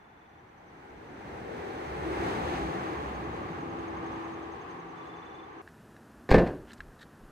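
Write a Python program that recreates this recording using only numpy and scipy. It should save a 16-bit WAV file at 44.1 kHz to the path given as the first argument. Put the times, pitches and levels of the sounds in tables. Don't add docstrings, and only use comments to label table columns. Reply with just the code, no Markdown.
import sys
import numpy as np
from scipy import signal
from scipy.fft import rfft, irfft, next_fast_len
from scipy.io import wavfile
from scipy.ndimage import map_coordinates

SR = 44100
rng = np.random.default_rng(int(sys.argv[2]) if len(sys.argv) > 2 else 0)


def file_out(sig):
    cols = np.atleast_2d(sig).T
    lim = np.clip(cols, -1, 1)
    pcm = np.round(lim * 32767).astype(np.int16)
    wavfile.write(sys.argv[1], SR, pcm)


N = 322659
T = np.arange(N) / SR


def amp(db):
    return 10 ** (np.asarray(db) / 20)


def unit(x):
    return x / np.sqrt(np.mean(x ** 2) + 1e-20)


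def along(points, hz):
    f, v = np.transpose(points)
    return np.interp(np.log(hz + 1), np.log(f + 1), v)


def curves(rows):
    s, *cols = np.transpose(rows)
    return [np.interp(T, s, c) for c in cols]


def wobble(knots_per_s):
    knots = rng.standard_normal(int(N * knots_per_s / SR) + 4)
    return map_coordinates(knots, [T * knots_per_s])


def filtered(x, response):
    n = x.shape[-1]
    m = next_fast_len(n + SR // 4)
    return irfft(rfft(x, m) * response(np.fft.rfftfreq(m, 1 / SR)), m)[..., :n]


def noise(spectrum, size=N, tilt_db=0):
    colour = lambda hz: amp(along(spectrum, hz) + tilt_db * np.log2(hz + 1))
    return unit(filtered(rng.standard_normal(size), colour))


def fade(t, t60):
    return np.exp(-np.log(1000) * t / t60)


def add(track, s, sound):
    part = track[round(s * SR):][:len(sound)]
    part += sound[:len(part)]


def swell(start, end, attack, release):
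    rise = 1 + np.tanh((T - start) / (2 * attack))
    fall = 1 - np.tanh((T - end) / (2 * release))
    return rise * fall / 4


def touches(rows):
    return sum(amp(db) * np.exp(-((T - s) / length) ** 2) for s, db, length in rows)


def ringing(modes, t, scatter_db):
    out = 0
    for k, (hz, db, t60) in enumerate(modes):
        level = amp(db + rng.normal(0, scatter_db))
        out = out + (-1) ** k * level * fade(t, t60) * np.sin(2 * np.pi * hz * t)
    return out


def tone(hz, width_hz, flutter_db):
    drift = np.cumsum(rng.standard_normal(N) * np.sqrt(2 * np.pi * abs(width_hz) / SR))
    lowpass = signal.butter(2, np.clip(2.2 * width_hz, 5, 2000), fs=SR, output="sos")
    smooth = signal.sosfilt(lowpass, np.exp(1j * drift))
    carrier = np.exp(2j * np.pi * np.cumsum(hz) / SR)
    return amp(flutter_db * wobble(24.99)) * (smooth * carrier).real


SWELL_EDGE_S = 0.035


def swelling(rows, hz, flutter_db):
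    return sum(amp(db) * swell(start, end, SWELL_EDGE_S, SWELL_EDGE_S) * tone(hz, width_hz, flutter_db)
               for start, end, db, width_hz in rows)


PASS_S, SPEED_M_PER_S = 2.4, 9


def position():
    return SPEED_M_PER_S * (T - PASS_S)


CLOSEST_M = 8.14


def bearing():
    return position() / np.hypot(position(), CLOSEST_M)


LAG_MS, LAG_SWING_MS = 0.454, 0.035


def from_right(x):
    lag_samples = (LAG_MS - LAG_SWING_MS * bearing()) * SR / 1000
    return np.array([map_coordinates(x, [np.arange(N) - lag_samples], order=3), x])


def scattered(y, z, unlike_hz=760):
    turn = lambda hz: np.arccos(np.sinc(hz / unlike_hz)) / 2
    mid, side = filtered(np.array([y, z]), lambda hz: np.array([np.cos(turn(hz)), np.sin(turn(hz))]))
    return np.array([mid + side, mid - side])


DIRECT_SHARE, OPEN_M = 0.36, 12.2


def road_noise(x, y, z):
    share = np.clip(DIRECT_SHARE * np.exp(-(position() / OPEN_M) ** 2), 0, 1)
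    return np.sqrt(share) * from_right(x) + np.sqrt(1 - share) * scattered(y, z)


# time in seconds, tyre roar and body rumble in dB before a fixed trim.
PASS_LOUDNESS = [(0.0, -61, -68.5), (0.55, -58, -66.5), (0.95, -50.5, -55.5), (1.4, -42.5, -48.5),
                 (1.75, -39.5, -50), (2.0, -38.0, -45), (2.25, -33, -40.5), (2.62, -35.5, -41.5),
                 (2.9, -37.0, -44), (3.25, -38.5, -44.5), (3.65, -40.5, -46), (4.15, -40, -47.5),
                 (4.65, -44, -55), (5.6, -48, -60)]
# frequency in Hz, relative density in dB per Hz.
RUMBLE_COLOUR = [(15, -42), (35, -25), (65, -1), (100, -1), (135, -1), (172, 0.5), (220, -3), (320, -2),
                 (600, -8), (2000, -86)]
TYRE_FRONT_COLOUR = [(100, -29), (250, -7), (330, 0.5), (470, -3), (610, -7.5), (790, 0), (930, -5),
                     (1150, -8.5), (1700, -10), (2150, -13.5), (3200, -28), (5000, -36.5), (12000, -48)]
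TYRE_REAR_COLOUR = [(100, -50), (260, -0.5), (420, 4), (620, -10.5), (780, 5.5), (920, 0), (1150, 4),
                    (1400, -8), (1650, -5.5), (2700, -16), (3200, -22), (5000, -36.5), (9500, -54),
                    (15000, -48)]
HISS_COLOUR = [(800, -44), (2500, 11.5), (4200, 5.5), (5200, -2.5), (6250, 0), (7200, -6.5), (8400, -5),
               (9400, -16), (10800, -11.5), (13000, -19), (15500, -30)]
# frequency in Hz, left minus right in dB.
MIC_MISMATCH = [(60, -2.5), (130, 0), (290, -1), (640, 5.5), (1410, -2.5), (3100, 0.5), (6820, 4.5),
                (15000, -1)]
REAR_AT_M, REAR_OVER_M = 3.8, 3.7
HISS_PEAK_M, HISS_REACH_M = 1.3, 2


def passing_car():
    roar_db, rumble_db = curves(PASS_LOUDNESS)
    rear = (1 + np.tanh((position() - REAR_AT_M) / (2 * REAR_OVER_M))) / 2
    close = 1 / (1 + ((position() - HISS_PEAK_M) / HISS_REACH_M) ** 2)
    surface_db = .7 * wobble(8.2)
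    rumble = amp(rumble_db + 2.15 + 0.71 * wobble(7))
    roar = amp(roar_db + 0.3 + surface_db)
    hiss = amp(roar_db - 18.5 + 4.2 * close - 2.85 * rear + surface_db + 0.63 * wobble(30))

    def rush():
        tyres = np.sqrt(1 - rear) * noise(TYRE_FRONT_COLOUR) + np.sqrt(rear) * noise(TYRE_REAR_COLOUR)
        return rumble * noise(RUMBLE_COLOUR) + roar * tyres + hiss * noise(HISS_COLOUR)

    car = road_noise(rush(), rush(), rush()) + car_tones()
    return filtered(car, lambda hz: amp(along(MIC_MISMATCH, hz) * np.array([[.5], [-.5]])))


# start in seconds, end in seconds, level in dB before blur and flutter, blur width in Hz.
HUM_SWELL_ROWS = [(2.003, 2.28, -32.5, 23.4), (2.42, 2.955, -37, 21.4), (3.05, 3.5, -45, 10.4),
                  (3.55, 4.54, -40, 0.61), (4.58, 5.7, -51.5, 1.5)]
BOOM_SWELLS = [(.88, 1.55, -56.5, 31), (1.83, 2.3, -44.5, 8.5), (2.45, 2.7, -39.5, 12),
               (2.92, 3.48, -47.5, 3.9)]
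DRONE_SWELLS = [(2.0, 4.3, -53, 12.1), (4.72, 5.25, -51.5, 6)]
HUM_HZ, SAG_HZ_PER_S = 343, 2.4
SOUND_M_PER_S = 343


def car_tones():
    sag = 1 - SAG_HZ_PER_S * (T - PASS_S) / HUM_HZ
    pitch = sag / (1 + bearing() * SPEED_M_PER_S / SOUND_M_PER_S)
    hum = swelling(HUM_SWELL_ROWS, HUM_HZ * pitch, flutter_db=1.5)
    moan_gain = amp(-38.5) * swell(1.42, 1.83, attack=0.047, release=0.11)
    moan = moan_gain * tone(412 * pitch, width_hz=90, flutter_db=1.5)
    exhaust = swelling(BOOM_SWELLS, 68.5 * pitch, flutter_db=4.5)
    drone = swelling(DRONE_SWELLS, 177 * pitch, flutter_db=3.5)
    whine_gain = amp(-69) * swell(2.0, 2.7, attack=.04, release=0.15)
    whine = whine_gain * tone(8250 * pitch, width_hz=200, flutter_db=1.0)
    return from_right(hum + moan) * amp([[.6], [-.6]]) + from_right(exhaust + drone + whine)


# frequency in Hz, relative density in dB per Hz.
FAR_TRAFFIC_COLOUR = [(15, -38), (25, -12), (79, 1), (309, -5), (354, -12), (604, -15), (790, 0.5),
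                      (1150, -5.5), (1960, -9.5), (5140, -36.5), (5880, -34), (9270, -47), (12400, -37),
                      (15000, -55)]


def far_traffic():
    return amp(-57.5) * scattered(noise(FAR_TRAFFIC_COLOUR), noise(FAR_TRAFFIC_COLOUR))


RATE_WANDER_SHARE, STROKE_WANDER_DB = .005, 1.5


def cricket(hz, rate, stroke_s, duty, sweep_hz, rough_hz):
    strokes = np.cumsum(rate * (1 + RATE_WANDER_SHARE * wobble(3.3))) / SR
    phase = (strokes - np.interp(stroke_s, T, strokes) + duty / 2) % 1
    u = np.clip(phase / duty, 0, 1)
    pitch = hz - sweep_hz * (2 * u - .85) ** 2 + rough_hz * wobble(250)
    notes = np.sin(np.pi * u) * np.sin(2 * np.pi * np.cumsum(pitch) / SR)
    return unit(notes) * amp(STROKE_WANDER_DB * wobble(16))


# start in seconds, end in seconds, level in dB, time of one stroke in seconds.
TREE_TRILLS = [(-.2, 0.305, -81.5, .177), (.32, .41, -81, 0.34), (4.957, 5.04, -72, 5.019),
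               (5.04, 5.46, -68, 5.229)]
TRILL_ATTACK_S, TRILL_RELEASE_S = 0.011, .008
TREE_STROKES_PER_S, NEAR_STROKES_PER_S, FAR_STROKES_PER_S = 23.8, 10.95, (10.2, 12.4)
NEAR_DB, FAR_DB = -79, -82.5
LEAVES_DB = -5.5


def crickets():
    tree = 0
    for start, end, db, stroke_s in TREE_TRILLS:
        gain = amp(db) * swell(start, end, TRILL_ATTACK_S, TRILL_RELEASE_S)
        tree = tree + gain * cricket(hz=3494, rate=TREE_STROKES_PER_S, stroke_s=stroke_s, duty=.72,
                                     sweep_hz=29.9, rough_hz=15)
    near = cricket(hz=6470, rate=NEAR_STROKES_PER_S, stroke_s=4.434, duty=0.25, sweep_hz=604, rough_hz=40)
    near = near * amp(NEAR_DB) * swell(2.3, 5.4, attack=.3, release=0.35)
    far = sum(amp(-4 * k) * cricket(hz=6035, rate=rate, stroke_s=0.98, duty=.4, sweep_hz=278, rough_hz=50)
              for k, rate in enumerate(FAR_STROKES_PER_S))
    far = far * amp(FAR_DB) * swell(0.34, 6.3, attack=0.46, release=.3)
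    t = np.arange(SR // 4) / SR
    leaves = rng.standard_normal((2, len(t))) * fade(t, 0.06)
    leaves = leaves / np.linalg.norm(leaves[0])
    distant = far + amp(LEAVES_DB) * (tree + near)
    return tree + near + signal.fftconvolve(distant[None], leaves, axes=1)[:, :N]


# frequency in Hz, relative density in dB per Hz.
LAKESIDE_COLOUR = [(15, -39), (25, -16), (59, -3.5), (193, -3.5), (233, 0), (267, -5), (368, -5.5),
                   (537, -12.5), (597, -11.5), (1750, -15.5), (2170, -27), (2550, -26), (3620, -32),
                   (12500, -36.5), (15500, -46)]
AIR_BUMP_COLOUR = [(10, -12), (28, 7.5), (60, -5), (110, -8), (200, -18), (600, -58), (2000, -90)]
# centre in seconds, level in dB, length in seconds.
AIR_BUMPS = [(6.62, -51, 0.052), (6.812, -51, 0.024), (6.885, -50, 0.053), (7.04, -60, .04),
             (7.27, -54, 0.075)]


def lakeside_air():
    far = amp(-54.0 + 0.2 * wobble(3.0)) * noise(LAKESIDE_COLOUR)
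    return far + touches(AIR_BUMPS) * noise(AIR_BUMP_COLOUR)


# frequency in Hz, relative level in dB before the snap's tilt, t60 in seconds.
PACKET_MODES = [(1670, 4, 0.014), (2020, -20, 0.013), (2700, -9, 0.014), (3930, -12, 0.013),
                (5360, -20, 0.011), (8400, -32, 0.0082)]
# start in seconds, level in dB before tilt and rise, brightness in dB per octave.
PACKET_SNAPS = [(5.676, -40, -2.5), (5.965, -48, 1), (6.7075, -41, -1), (6.732, -47, 8.5),
                (6.8047, -30, -3)]
# frequency in Hz, relative density in dB per Hz.
PLASTIC_COLOUR = [(600, -28), (1300, 4), (1750, 14), (2300, -2), (3200, -2), (3900, -5), (5500, -12),
                  (8200, -11.5), (10000, -29), (14000, -37)]


def packet():
    out, t = np.zeros(N), np.arange(SR // 10) / SR
    lowest_hz = PACKET_MODES[0][0]
    for s, db, bright_db in PACKET_SNAPS:
        ring = sum(amp(level + bright_db * np.log2(hz / lowest_hz)) * fade(t, t60) * np.sin(2 * np.pi * hz * t)
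                   for hz, level, t60 in PACKET_MODES)
        crack = noise(PLASTIC_COLOUR, size=len(t), tilt_db=bright_db) * fade(t, 0.04)
        crack = amp(-10.0 + bright_db) * crack
        add(out, s, amp(db) * (ring + crack) * (1 - np.exp(-t / 0.00043)))
    return out + rubs()


# centre in seconds, scuff level in dB, length in seconds, singing pitch in Hz.
FINGER_RUBS = [(5.69, -62, .005, 1750), (6.695, -60, 0.02, 2950), (6.719, -54, 0.0055, 4100),
               (6.781, -61, 0.005, 4050), (6.997, -63, 0.007, 3800), (7.024, -53, 0.014, 3900)]
SLIPS_PER_S, SING_WIDTH_HZ, SING_DB = 5000, 450, -4.5


def rubs():
    out = np.zeros(N)
    for s, db, length, sing_hz in FINGER_RUBS:
        slips = rng.standard_normal(N) * (rng.random(N) < SLIPS_PER_S / SR)
        scuff = unit(filtered(slips, lambda hz: amp(along(PLASTIC_COLOUR, hz))))
        resonance = lambda hz: 1j * hz / (sing_hz ** 2 - hz ** 2 + 1j * hz * SING_WIDTH_HZ)
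        sing = unit(filtered(slips, resonance))
        out += touches([(s, db, length)]) * (scuff + amp(SING_DB) * sing)
    return out


# start in seconds, panel, knock and metal click drive in dB, rise in seconds.
DOOR_CONTACTS = [(6.290, -25.5, -26, -36, 0.0016), (6.304, -49, -45, -29.5, 0.0018),
                 (6.3135, -18, -9.5, -23.5, 0.0008), (6.3234, -25, -21, -33, 0.00067),
                 (6.338, -20, -26, -36, 0.0014), (6.3432, -14.5, -6, -24.5, 0.00081),
                 (6.379, -16.5, -23, -31, 0.0031), (6.390, -23, -20, -37, .001),
                 (6.461, -28, -34, -37, 0.0067)]
# frequency in Hz, relative level in dB, t60 in seconds.
PANEL_MODES = [(125, -1, 0.36), (172, -0.5, 0.25), (202, -3.5, 0.3), (266.6, -0.5, 0.34),
               (293.6, 0.5, 0.32), (344, 0, 0.38), (357, -6, 0.34), (382, -9, 0.51), (445, -6, 0.33),
               (465, -5.5, 0.32), (494, -7, .3), (522, 0.5, 0.21), (646, -6, 0.23), (718, -7, 0.22),
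               (838, -11.5, 0.19), (1055, -9, 0.36), (1217, -14, .3), (1660, -10, 0.16), (1763, -6.5, 0.2)]
KNOCK_MODES = [(78, -7.5, 0.053), (216, -5, 0.061), (390, 0, 0.041), (494, -2, .04), (787, -6, 0.032),
               (1107, -10.5, 0.024), (1630, -6.5, 0.024), (2074, -11.5, 0.016), (2530, -16, .016)]
# frequency in Hz, relative density in dB per Hz.
LATCH_COLOUR = [(400, -16), (1300, 11.5), (1800, 16), (2600, 11), (3200, 0), (4200, 4.5), (6000, -9.5),
                (8300, -15.5), (9600, -22), (12000, -20), (15000, -52)]
CRACK_T60_S, JINGLE_DB, JINGLE_T60_S = 0.028, -5, 0.14
CHATTER_DB, CHATTER_PER_S = 4.5, 260


def door():
    out, t = np.zeros(N), np.arange(SR) / SR
    for s, panel_db, knock_db, click_db, rise in DOOR_CONTACTS:
        ring = amp(-9.5) * ringing(PANEL_MODES, t, scatter_db=1) + amp(-5.0) * shell_ring(t)
        knock = ringing(KNOCK_MODES, t, scatter_db=0)
        chatter = unit(amp(CHATTER_DB * wobble(CHATTER_PER_S)))[:SR]
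        jingle = amp(JINGLE_DB) * chatter * fade(t, JINGLE_T60_S)
        click = noise(LATCH_COLOUR, size=SR) * (fade(t, CRACK_T60_S) + jingle)
        hit = amp(panel_db) * ring + amp(knock_db) * knock + amp(click_db) * click
        add(out, s, hit * (1 - np.exp(-t / rise)))
    heave = cabin_push(t, hz=25.8, db=-15, t60=0.31) + cabin_push(t, hz=51.7, db=-19, t60=0.43)
    add(out, 6.312, heave)
    return out


# frequency in Hz, relative density in dB per Hz.
SHELL_COLOUR = [(20, -9), (85, 1), (160, 3), (480, 2), (750, -6.5), (1200, -14.5), (1370, -20), (1650, -9),
                (2100, -26), (2700, -26), (3200, -36.5), (4300, -41), (7000, -56), (14000, -67)]
# frequency in Hz, t60 in seconds.
SHELL_T60 = [(40, 0.34), (300, 0.43), (700, 0.41), (2000, 0.33), (5000, 0.51), (12000, 0.87)]


def shell_ring(t):
    hz, s, z = signal.stft(noise(SHELL_COLOUR, size=len(t)), SR, nperseg=512)
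    decay = fade(s, along(SHELL_T60, hz)[:, None])
    return signal.istft(z * decay, SR, nperseg=512)[1][:len(t)]


def cabin_push(t, hz, db, t60):
    return amp(db) * np.sin(2 * np.pi * hz * t) * fade(t, t60)


SMALL_MIC_TOP_HZ, SMALL_MIC_LIMIT = 14100, .51


def small_microphone(x, hardness=8):
    x = filtered(x, lambda hz: hz < SMALL_MIC_TOP_HZ)
    return x / (1 + np.abs(x / SMALL_MIC_LIMIT) ** hardness) ** (1 / hardness)


SWITCH_S = 5.617


def scene():
    roadside = passing_car() + far_traffic() + crickets()
    car_park = small_microphone(lakeside_air() + packet() + door())
    return np.where(T < SWITCH_S, roadside, car_park)


TOP_HZ = 15700


def record(dry):
    return filtered(dry, lambda hz: hz < TOP_HZ)


dry = scene()
out = record(dry)
file_out(out)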